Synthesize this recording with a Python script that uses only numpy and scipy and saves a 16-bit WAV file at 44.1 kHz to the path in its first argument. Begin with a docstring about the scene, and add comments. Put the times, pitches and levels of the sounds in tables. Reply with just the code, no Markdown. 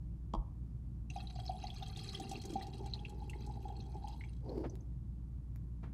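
"""Pouring coolant in a garage

In a humming garage, a plastic jug knocks on a funnel and coolant runs into an engine's tank.
The stream splashes and sheds small ringing bubbles, air gulps back up the filler neck,
and the hollow tank gurgles below. The pour ends in a few drips, a sleeve rubs,
and the jug bumps softly as it is lifted away."""
import sys
import numpy as np
from scipy import signal
from scipy.fft import rfft, irfft, next_fast_len
from scipy.io import wavfile
from scipy.ndimage import uniform_filter1d

SR = 44100
rng = np.random.default_rng(int(sys.argv[2]) if len(sys.argv) > 2 else 0)


def put_to_file(sound):
    """Save the sound as 16-bit audio at rate SR, in the file named by the first command-line argument."""
    columns = np.atleast_2d(sound).T  # one column per channel
    safe = np.clip(columns, -1, 1)
    whole_steps = np.round(safe * 32767)
    wavfile.write(sys.argv[1], SR, whole_steps.astype(np.int16))


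N = 261591
TIME = np.arange(N) / SR
POUR_START_S, POUR_END_S = 1.095, 4.30


def from_db(db):
    """Turn decibels into a gain to multiply by."""
    return 10 ** (np.asarray(db) / 20)


def rms_one(x):
    """Scale a sound so that its average level (rms) is 1."""
    return x / np.sqrt(np.mean(x ** 2) + 1e-20)


def in_time(rows):
    """Join rows that start with a time into smooth curves, one for each further column."""
    s, *columns = np.transpose(rows)
    return [np.interp(TIME, s, column) for column in columns]


def at_hz(spectrum, hz):
    """Read the gain at any pitch from rows of pitch and dB."""
    row_hz, db = np.transpose(spectrum)
    return from_db(np.interp(np.log(hz + 1e-9), np.log(row_hz), db))


def colour(x, spectrum):
    """Make some pitches of a sound stronger than others; the level comes out at 1."""
    size = next_fast_len(N)
    gains = at_hz(spectrum, np.fft.rfftfreq(size, 1 / SR))
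    return rms_one(irfft(rfft(x, size) * gains, size)[:N])


def noise(spectrum):
    """Smooth noise of a given colour."""
    return colour(rng.standard_normal(N), spectrum)


def add(track, s, sound):
    """Mix a sound into a track, starting at s seconds."""
    i = int(np.clip(s * SR, 0, len(track) - 1))
    track[i:i + len(sound)] += sound[:len(track) - i]


def ping(hz, t60, attack_s, rise=0):
    """A tone that fades by 60 dB in t60 seconds while its pitch climbs by the share `rise`."""
    t = np.arange(int(t60 * SR) + 8) / SR
    shape = (1 - np.exp(-(t / attack_s) ** 2)) * from_db(-60 * t / t60)
    return shape / shape.max() * np.sin(2 * np.pi * hz * t * (1 + .5 * rise * t / t60))


def swell(s, attack_s, hold_s, t60):
    """A loudness curve that rises, holds at 1 and dies away."""
    age = TIME - s
    rise = np.clip(age / attack_s, 0, 1) ** 2
    return rise * from_db(-60 * np.clip((age - attack_s - hold_s) / t60, 0, 3))


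def wobble(spread_db, span_s):
    """A gain that wanders at random."""
    drift = uniform_filter1d(rng.standard_normal(N), int(span_s * SR))
    return from_db(spread_db * rms_one(drift))


def even(x, span_s):
    """Even out slow changes in loudness but keep the fine grain."""
    power = np.abs(uniform_filter1d(x ** 2, int(span_s * SR)))
    return x / np.sqrt(power + 0.00089 * np.mean(x ** 2))


def resonance(x, hz, width_hz):
    """Make a sound ring at one pitch; a narrower width rings longer."""
    r = np.exp(-np.pi * width_hz / SR)
    feedback = [1, -2 * r * np.cos(2 * np.pi * hz / SR), r * r]
    return signal.lfilter(np.array([1, 0, -1]) * (1 - r * r) / 2, feedback, x + 1e-18)


def gliding(x, hz, width_hz):
    """A resonance whose pitch follows a curve."""
    turn = np.exp(2j * np.pi * np.cumsum(hz) / SR)
    r = np.exp(-np.pi * width_hz / SR)
    return (turn * signal.lfilter([1 - r], [1, -r], x / turn)).real


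def impacts(per_s, spread_db):
    """Clicks at random times: many small, a few large."""
    sizes = from_db(spread_db * np.minimum(rng.exponential(1, N), 4)) * rng.choice([-1, 1], N)
    return sizes * (rng.random(N) < per_s / SR)


# The colour of the ventilation. Each row: pitch in Hz, relative level in dB.
RUMBLE_COLOUR = [(18, -37), (30, -12), (40, -2), (80, -4.5), (125, -0.5), (170, -6.5), (240, -16.5),
                 (320, -19), (420, -34), (600, -39), (1000, -41.5), (1600, -51.5), (3000, -57.5),
                 (12500, -62), (14000, -81)]


def garage():
    """Ventilation rumbles, and a motor's hum sinks for a moment midway."""
    hum_hz, harmonics_db = 59.14, [-46.5, -55.5]
    hum = sum(from_db(db) * np.sqrt(2) * np.sin(2 * np.pi * (k * hum_hz * TIME + rng.random()))
              for k, db in enumerate(harmonics_db, 1))
    lull_s, lull_width_s, lull_db = 2.24, 0.5, -8
    lull = from_db(lull_db * np.exp(-((TIME - lull_s) / lull_width_s) ** 2))
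    return lull * hum + from_db(-48) * noise(RUMBLE_COLOUR)


# The jug hits the funnel and rebounds. Each row: start in seconds, relative level in dB.
JUG_KNOCKS = [(0.337, -28), (0.349, -31.5)]
# The notes of the plastic. Each row: pitch in Hz, relative level in dB, fade time in seconds.
PLASTIC_NOTES = [(214.3, -8, 0.14), (322, -16, 0.15), (494, -2, 0.0063), (700, -3, 0.021),
                 (820, 1.5, 0.012), (956, 2, 0.017), (1098, -3.5, 0.02), (1265, -14.5, 0.016),
                 (3200, -19, 0.015)]
# Two light, dry ticks after the pour. Each row: start in seconds, relative level in dB.
LIGHT_TICKS = [(4.755, -45.5), (5.56, -45)]


def jug():
    """The spout knocks and the heavy jug rocks with a thud; later come two faint ticks."""
    out, t = np.zeros(N), np.arange(SR // 20) / SR
    crack_band = signal.butter(2, [2500, 6000], "band", fs=SR, output="sos")
    for s, db in JUG_KNOCKS:
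        crack = signal.sosfilt(crack_band, rng.standard_normal(len(t)))
        add(out, s, from_db(db - 15) * crack * from_db(-60 * t / 0.012))
        for k, (hz, note_db, t60) in enumerate(PLASTIC_NOTES):
            add(out, s, (-1) ** k * from_db(db + note_db) * ping(hz, t60, attack_s=0.00013))
    thud = from_db(-32) * ping(hz=44.3, t60=.22, attack_s=0.027)
    add(out, JUG_KNOCKS[0][0] + 0.013, thud)
    for s, db in LIGHT_TICKS:
        tick = signal.lfilter([.4], [1, -.6], rng.standard_normal(len(t)))
        add(out, s, from_db(db) * tick * from_db(-60 * t / 0.0038))
    return out


def pouring():
    """A curve that is 1 while liquid runs; it starts at once and dribbles out."""
    return swell(POUR_START_S, attack_s=0.0073, hold_s=POUR_END_S - POUR_START_S, t60=1)


def bubbles(spectrum, per_s, cycles, spread_db, rise):
    """Bubbles form at random and ring; `rise` lifts their pitch as they near the surface."""
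    pour_s = POUR_END_S - POUR_START_S
    when, pitch, force, life = rng.random((4, 4096))[:, :int(per_s * pour_s)]
    low_hz, high_hz = spectrum[0][0], spectrum[-1][0]
    hz = low_hz * (high_hz / low_hz) ** pitch
    gain = at_hz(spectrum, hz) * from_db(spread_db * np.minimum(-np.log(force), 4))
    turns = cycles * (.5 + life)
    length = (turns / hz * SR).astype(int)
    k = np.repeat(np.arange(len(hz)), length)   # the bubble that each sample belongs to
    age = np.arange(len(k)) - (np.cumsum(length) - length)[k]
    spent = age / length[k]
    # each swells over its first cycles, then dies away
    shape = (1 - np.exp(-(spent * turns[k] / 4.3) ** 2)) * np.exp(-np.log(100) * spent)
    wave = gain[k] * shape * np.sin(2 * np.pi * turns[k] * spent * (1 + rise * life[k] * spent))
    born = ((POUR_START_S + when * pour_s) * SR).astype(int)
    return np.bincount(born[k] + age, wave, N)[:N]


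def spatter(spectrum, per_s, spread_db, t60):
    """Each droplet sets off the same short, noisy ring in the plastic."""
    t = np.arange(SR // 20) / SR
    ring = rng.standard_normal(len(t)) * from_db(-60 * t / t60)
    return colour(signal.fftconvolve(impacts(per_s, spread_db), ring)[:N], spectrum)


# The notes of the air in the funnel. Each row: pitch in Hz, width in Hz, relative level in dB.
FUNNEL_NOTES = [(1210, 54, -5), (2063, 33, -5.5), (2590, 86, -1), (2784, 62, 0.5), (3256, 80, 3.5),
                (3963, 120, 0.5), (4283, 110, -1.5), (4770, 110, -7), (6320, 170, -3), (7750, 190, 0)]


def funnel(x, ring_db):
    """The air in the cone rings along with any sound made inside it."""
    ring = sum(from_db(db) * resonance(x, hz, width) for hz, width, db in FUNNEL_NOTES)
    return x + from_db(ring_db) * ring


# The stream's strength. Each row: time in seconds, relative levels of splash and of spray in dB.
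STREAM_LEVELS = [(1.2, -68.5, -83), (1.55, -70, -81.5), (1.88, -59.5, -80.5), (2.11, -55, -71),
                 (2.33, -55, -75.5), (2.7, -66, -82.5), (3.14, -72.5, -87), (4.13, -74.5, -86.5)]
# The colours of the splash and of the fine spray. Each row: pitch in Hz, relative level in dB.
SPLASH_COLOUR = [(1050, -11), (1600, -5), (2300, -4.5), (3300, 1), (4300, 7.5), (6000, 6), (7500, -30)]
SPRAY_COLOUR = [(5000, -47), (6200, -16.5), (8200, 0.5), (11500, -1.5), (15500, -13)]
# Liquid spurts over the jug's lip. Each row: start in seconds, length in seconds, level in dB.
SPURTS = [(1.153, 0.056, -56), (1.295, 0.0072, -53), (1.351, 0.048, -58), (1.449, 0.058, -58.5),
          (1.582, 0.094, -59), (1.758, 0.015, -57), (1.816, 0.014, -59), (2.557, 0.044, -64.5),
          (2.854, 0.1, -64.5), (3.4, 0.046, -66), (3.748, .08, -68.5), (4.018, 0.12, -69.5)]


def stream():
    """The stream hits the funnel: bubbles pop and plink in the pool, spray fizzes and patters."""
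    plinks = rms_one(bubbles(SPLASH_COLOUR, per_s=850, cycles=46, spread_db=4, rise=.005))
    pops = rms_one(bubbles(SPLASH_COLOUR, per_s=1300, cycles=10, spread_db=4, rise=0))
    fizz = rms_one(bubbles(SPRAY_COLOUR, per_s=850, cycles=36, spread_db=6, rise=.02))
    patter = spatter([(1000, -9), (4000, 0), (8000, -2), (15000, -22)], per_s=420, spread_db=6, t60=.028)
    splash = even(funnel(.7 * plinks + pops, ring_db=12), span_s=0.06)
    spray = even(funnel(.6 * fizz + patter, ring_db=0), span_s=.07)
    spurts = sum(from_db(db) * swell(s, attack_s=0.0076, hold_s=length, t60=0.024)
                 for s, length, db in SPURTS)
    splash_db, spray_db = in_time(STREAM_LEVELS)
    splash_gain = np.hypot(from_db(splash_db - 2.5), spurts)   # hypot adds levels by their power
    spray_gain = np.hypot(from_db(spray_db + 7), from_db(-18) * spurts)
    flow = pouring() * wobble(spread_db=3.2, span_s=.022)
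    return flow * (splash_gain * splash + spray_gain * spray)


# The strength of the gurgle. Each row: time in seconds, level in dB.
GURGLE_LEVELS = [(1.1, -72), (1.95, -62.5), (2.3, -52.5), (2.9, -59.5), (3.7, -57.5), (4.3, -72.5)]
# The notes of the hollow tank. Each row: pitch in Hz, width in Hz, relative level in dB.
TANK_NOTES = [(240.4, 18.4, 6.5), (306, 62, -3), (368.5, 65, 1)]
# Deep glugs. Each row: start in seconds, peak level in dB, starting pitch in Hz.
TANK_GLUGS = [(2.21, -37.5, 284), (2.46, -50, 287), (2.50, -37.5, 323), (2.529, -34.5, 287),
              (2.555, -33.5, 219), (2.806, -40, 372), (3.951, -44, 368)]


def tank():
    """Falling liquid drums on the hollow tank; now and then a large bubble glugs."""
    churn_colour = [(120, -2), (220, 1.5), (430, 0), (600, -11.5), (1500, -11.5), (4000, -13)]
    churn = colour(impacts(per_s=180, spread_db=3), churn_colour)
    body = sum(from_db(db) * resonance(churn, hz, width) for hz, width, db in TANK_NOTES)
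    out = pouring() * from_db(in_time(GURGLE_LEVELS)[0]) * even(body, span_s=0.1)
    for s, db, hz in TANK_GLUGS:
        add(out, s, from_db(db) * ping(hz, t60=0.049, attack_s=0.001, rise=0.31))
    return out


# Single bubbles and drips. Each row: start in seconds, relative level in dB, rough pitch in Hz.
DRIP_NOTES = [(1.101, -41.5, 2640), (1.101, -43.5, 6060), (1.271, -41.5, 3830), (1.4799, -39.5, 4070),
              (1.463, -39.5, 5030), (1.669, -38, 4240), (1.7022, -39, 3300), (1.826, -38.5, 3520),
              (1.961, -41, 3490), (2.089, -37, 4000), (2.149, -34, 3120), (2.355, -41, 2590),
              (2.6107, -47, 1890), (2.936, -29.5, 3960), (2.992, -47, 3220), (3.05, -37, 2600),
              (3.2958, -42.5, 2660), (3.333, -43.5, 2030), (3.8027, -47, 4000), (4.2092, -41, 2080),
              (4.2373, -42, 2195), (4.493, -50, 4130), (4.697, -47.5, 5900), (4.8077, -58.5, 6000)]


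def drips():
    """A drop traps a bubble that swells, rings briefly and stirs the cone around its own pitch."""
    out, t = np.zeros(N), np.arange(SR // 20) / SR
    shape = (1 - np.exp(-t / .002)) * from_db(-60 * t / .045)
    for s, db, hz in DRIP_NOTES:
        stir = resonance(rng.standard_normal(len(t)) * shape, hz, width_hz=950)
        add(out, s, from_db(db) * resonance(stir, hz, width_hz=2000))
        add(out, s, from_db(db - 4) * ping(hz * 0.983, t60=50 / hz, attack_s=0.0011, rise=0.28))
    return funnel(out, ring_db=-6)


def gulp(neck_hz, bubble_ratio, t60):
    """A big bubble breaks loose, rising in pitch, and sets the air in the neck ringing."""
    out = .36 * ping(neck_hz, t60, attack_s=.004)
    add(out, 0, .7 * ping(neck_hz * bubble_ratio, t60=0.05, attack_s=.004, rise=.12))
    return out


# The neck's note wanders up as the tank fills. Each row: time in seconds, pitch in Hz.
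NECK_PITCH = [(1.15, 739.6), (2.75, 778.4), (3.36, 876), (3.6, 788), (3.98, 776), (4.2, 883)]
# Large gulps of air. Each row: start in seconds, relative level in dB.
AIR_GULPS = [(1.161, -35.5), (1.359, -47.5), (1.389, -40.5), (1.495, -31.5), (1.64, -36.5), (1.823, -41.5),
             (2.199, -40.5), (2.314, -39.5), (2.557, -31), (2.644, -45.5), (2.803, -44), (2.85, -48.5),
             (3.22, -45), (3.497, -41), (3.654, -41.5), (3.701, -41.5), (3.954, -41.5), (4.043, -39),
             (4.08, -45)]
# The width of the neck's note in Hz: first when clear, then when foamy.
NECK_WIDTHS = [18, 110]


def neck():
    """Air escapes up the filler neck in gulps trailed by small pulses; foam slowly damps the note."""
    clear_t60, foamy_t60 = .3, .07
    vent_end_s = 4.22   # air flows until the stream thins
    neck_hz, gulps = in_time(NECK_PITCH)[0], np.zeros(N)
    foam = np.clip((TIME - POUR_START_S) / (POUR_END_S - POUR_START_S), 0, 1)
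    for (s, db), chance in zip(AIR_GULPS, rng.uniform(-0.7, 1, len(AIR_GULPS))):
        i = int(s * SR)
        t60 = clear_t60 * (foamy_t60 / clear_t60) ** foam[i]
        add(gulps, s - .002, from_db(db) * gulp(neck_hz[i], 1 + .07 * chance, t60))
    pulses = colour(impacts(per_s=300, spread_db=4), [(450, -24.5), (700, 1.5), (900, 2), (1300, -29)])
    clear, foamy = [even(gliding(pulses, neck_hz, width), span_s=0.13) for width in NECK_WIDTHS]
    ringing = np.sqrt(1 - foam) * clear + np.sqrt(foam) * foamy
    # the neck rings softly while air flows, and each gulp stirs it up
    soft = from_db(-67) * wobble(spread_db=3, span_s=0.031)
    stirred = sum(from_db(db - 19.5) * swell(s, attack_s=0.0053, hold_s=0.0098, t60=0.39)
                  for s, db in AIR_GULPS)
    venting = swell(POUR_START_S, attack_s=0.0097, hold_s=vent_end_s - POUR_START_S, t60=0.22)
    return gulps + venting * np.hypot(soft, stirred) * ringing


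# Drops slap the funnel wall. Each row: start in seconds, relative level in dB.
WALL_SPLATS = [(1.8821, -50.5), (1.972, -44.5), (2.1984, -40.5), (2.293, -41.5), (2.3136, -38),
               (2.4164, -41.5), (2.454, -41.5), (2.5037, -48), (2.5354, -44), (2.6683, -48.5),
               (2.861, -49.5), (3.095, -51.5), (3.2975, -46), (3.464, -50.5), (4.0823, -47.5)]


def splats():
    """Each drop that hits the wall bursts into a short, bright crackle with a colour of its own."""
    centre_hz, spread_octaves, width_hz = 5140, 0.25, 4200
    out, t = np.zeros(N), np.arange(SR // 20) / SR
    shape = (1 - np.exp(-(t / .002) ** 2)) * from_db(-60 * t / .034)
    for s, db in WALL_SPLATS:
        hz = centre_hz * 2 ** (spread_octaves * np.clip(rng.standard_normal(), -2, 2))
        hiss = resonance(rng.standard_normal(len(t)), hz, width_hz)
        crackle = rms_one(resonance(hiss, hz, 2 * width_hz))
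        add(out, s - .0015, from_db(db - 4) * shape * crackle)
    return funnel(out, ring_db=-3.5)


# The colours of the sleeve's rub and of its scuff. Each row: pitch in Hz, relative level in dB.
RUB_COLOUR = [(120, -36), (240, 3), (350, 2), (515, -3), (620, -9.5), (870, -9), (1400, -41), (3500, -57),
              (4700, -27.5), (9000, -73)]
SCUFF_COLOUR = [(400, 0.5), (1000, -13), (1800, -23), (4700, -38.5), (15000, -78)]
# The rub's hollow note. Each row: time in seconds, pitch in Hz.
RUB_PITCH = [(4.51, 530), (4.59, 340)]


def sleeve():
    """Cloth drags unevenly over the fender mat with a sinking note, then catches and slips once."""
    drag = from_db(-45.5) * swell(4.39, attack_s=0.093, hold_s=0.14, t60=0.53)
    hollow = rms_one(gliding(noise(RUB_COLOUR), in_time(RUB_PITCH)[0], width_hz=70))
    grain = wobble(spread_db=2, span_s=0.0069)
    rub = drag * grain * rms_one(noise(RUB_COLOUR) + hollow)
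    catch = from_db(-39.5) * swell(4.633, attack_s=0.0075, hold_s=0.016, t60=0.078)
    return rub + catch * noise(SCUFF_COLOUR)


# The colour of the jug's bump. Each row: pitch in Hz, relative level in dB.
BUMP_COLOUR = [(200, -3), (350, -4), (650, -15), (1300, -15.5), (12000, -58)]


def bump():
    """The lifted jug gives a soft, hollow knock."""
    return from_db(-48.5) * swell(5.826, attack_s=0.0075, hold_s=0, t60=.2) * noise(BUMP_COLOUR)


def reflections(x, near_db, near_t60, far_db, far_t60):
    """Quick echoes off the open hood and engine, then the dull, faint tail of the garage."""
    t = np.arange(SR // 2) / SR
    near, far = rng.standard_normal((2, len(t)))
    near = near * from_db(-60 * t / near_t60) * (t > .003)
    far = signal.sosfilt(signal.butter(2, 1600, fs=SR, output="sos"), far)
    far = far * from_db(-60 * t / far_t60) * (t > .012)
    echo = from_db(near_db) * near / np.linalg.norm(near) + from_db(far_db) * far / np.linalg.norm(far)
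    return signal.fftconvolve(x, echo)[:N]


def scene():
    """All the sounds together, heard from above the engine."""
    pour = stream() + splats() + drips() + neck() + tank() + jug() + bump()
    echoes = reflections(pour, near_db=-9.5, near_t60=0.08, far_db=-22.5, far_t60=0.45)
    return (pour + echoes + sleeve() + garage())[None]


def record(dry):
    """Cut away the very highest treble."""
    cutoff_hz = 15650
    return signal.sosfilt(signal.ellip(10, .1, 80, cutoff_hz, fs=SR, output="sos"), dry)


dry = scene()
out = record(dry)
put_to_file(out)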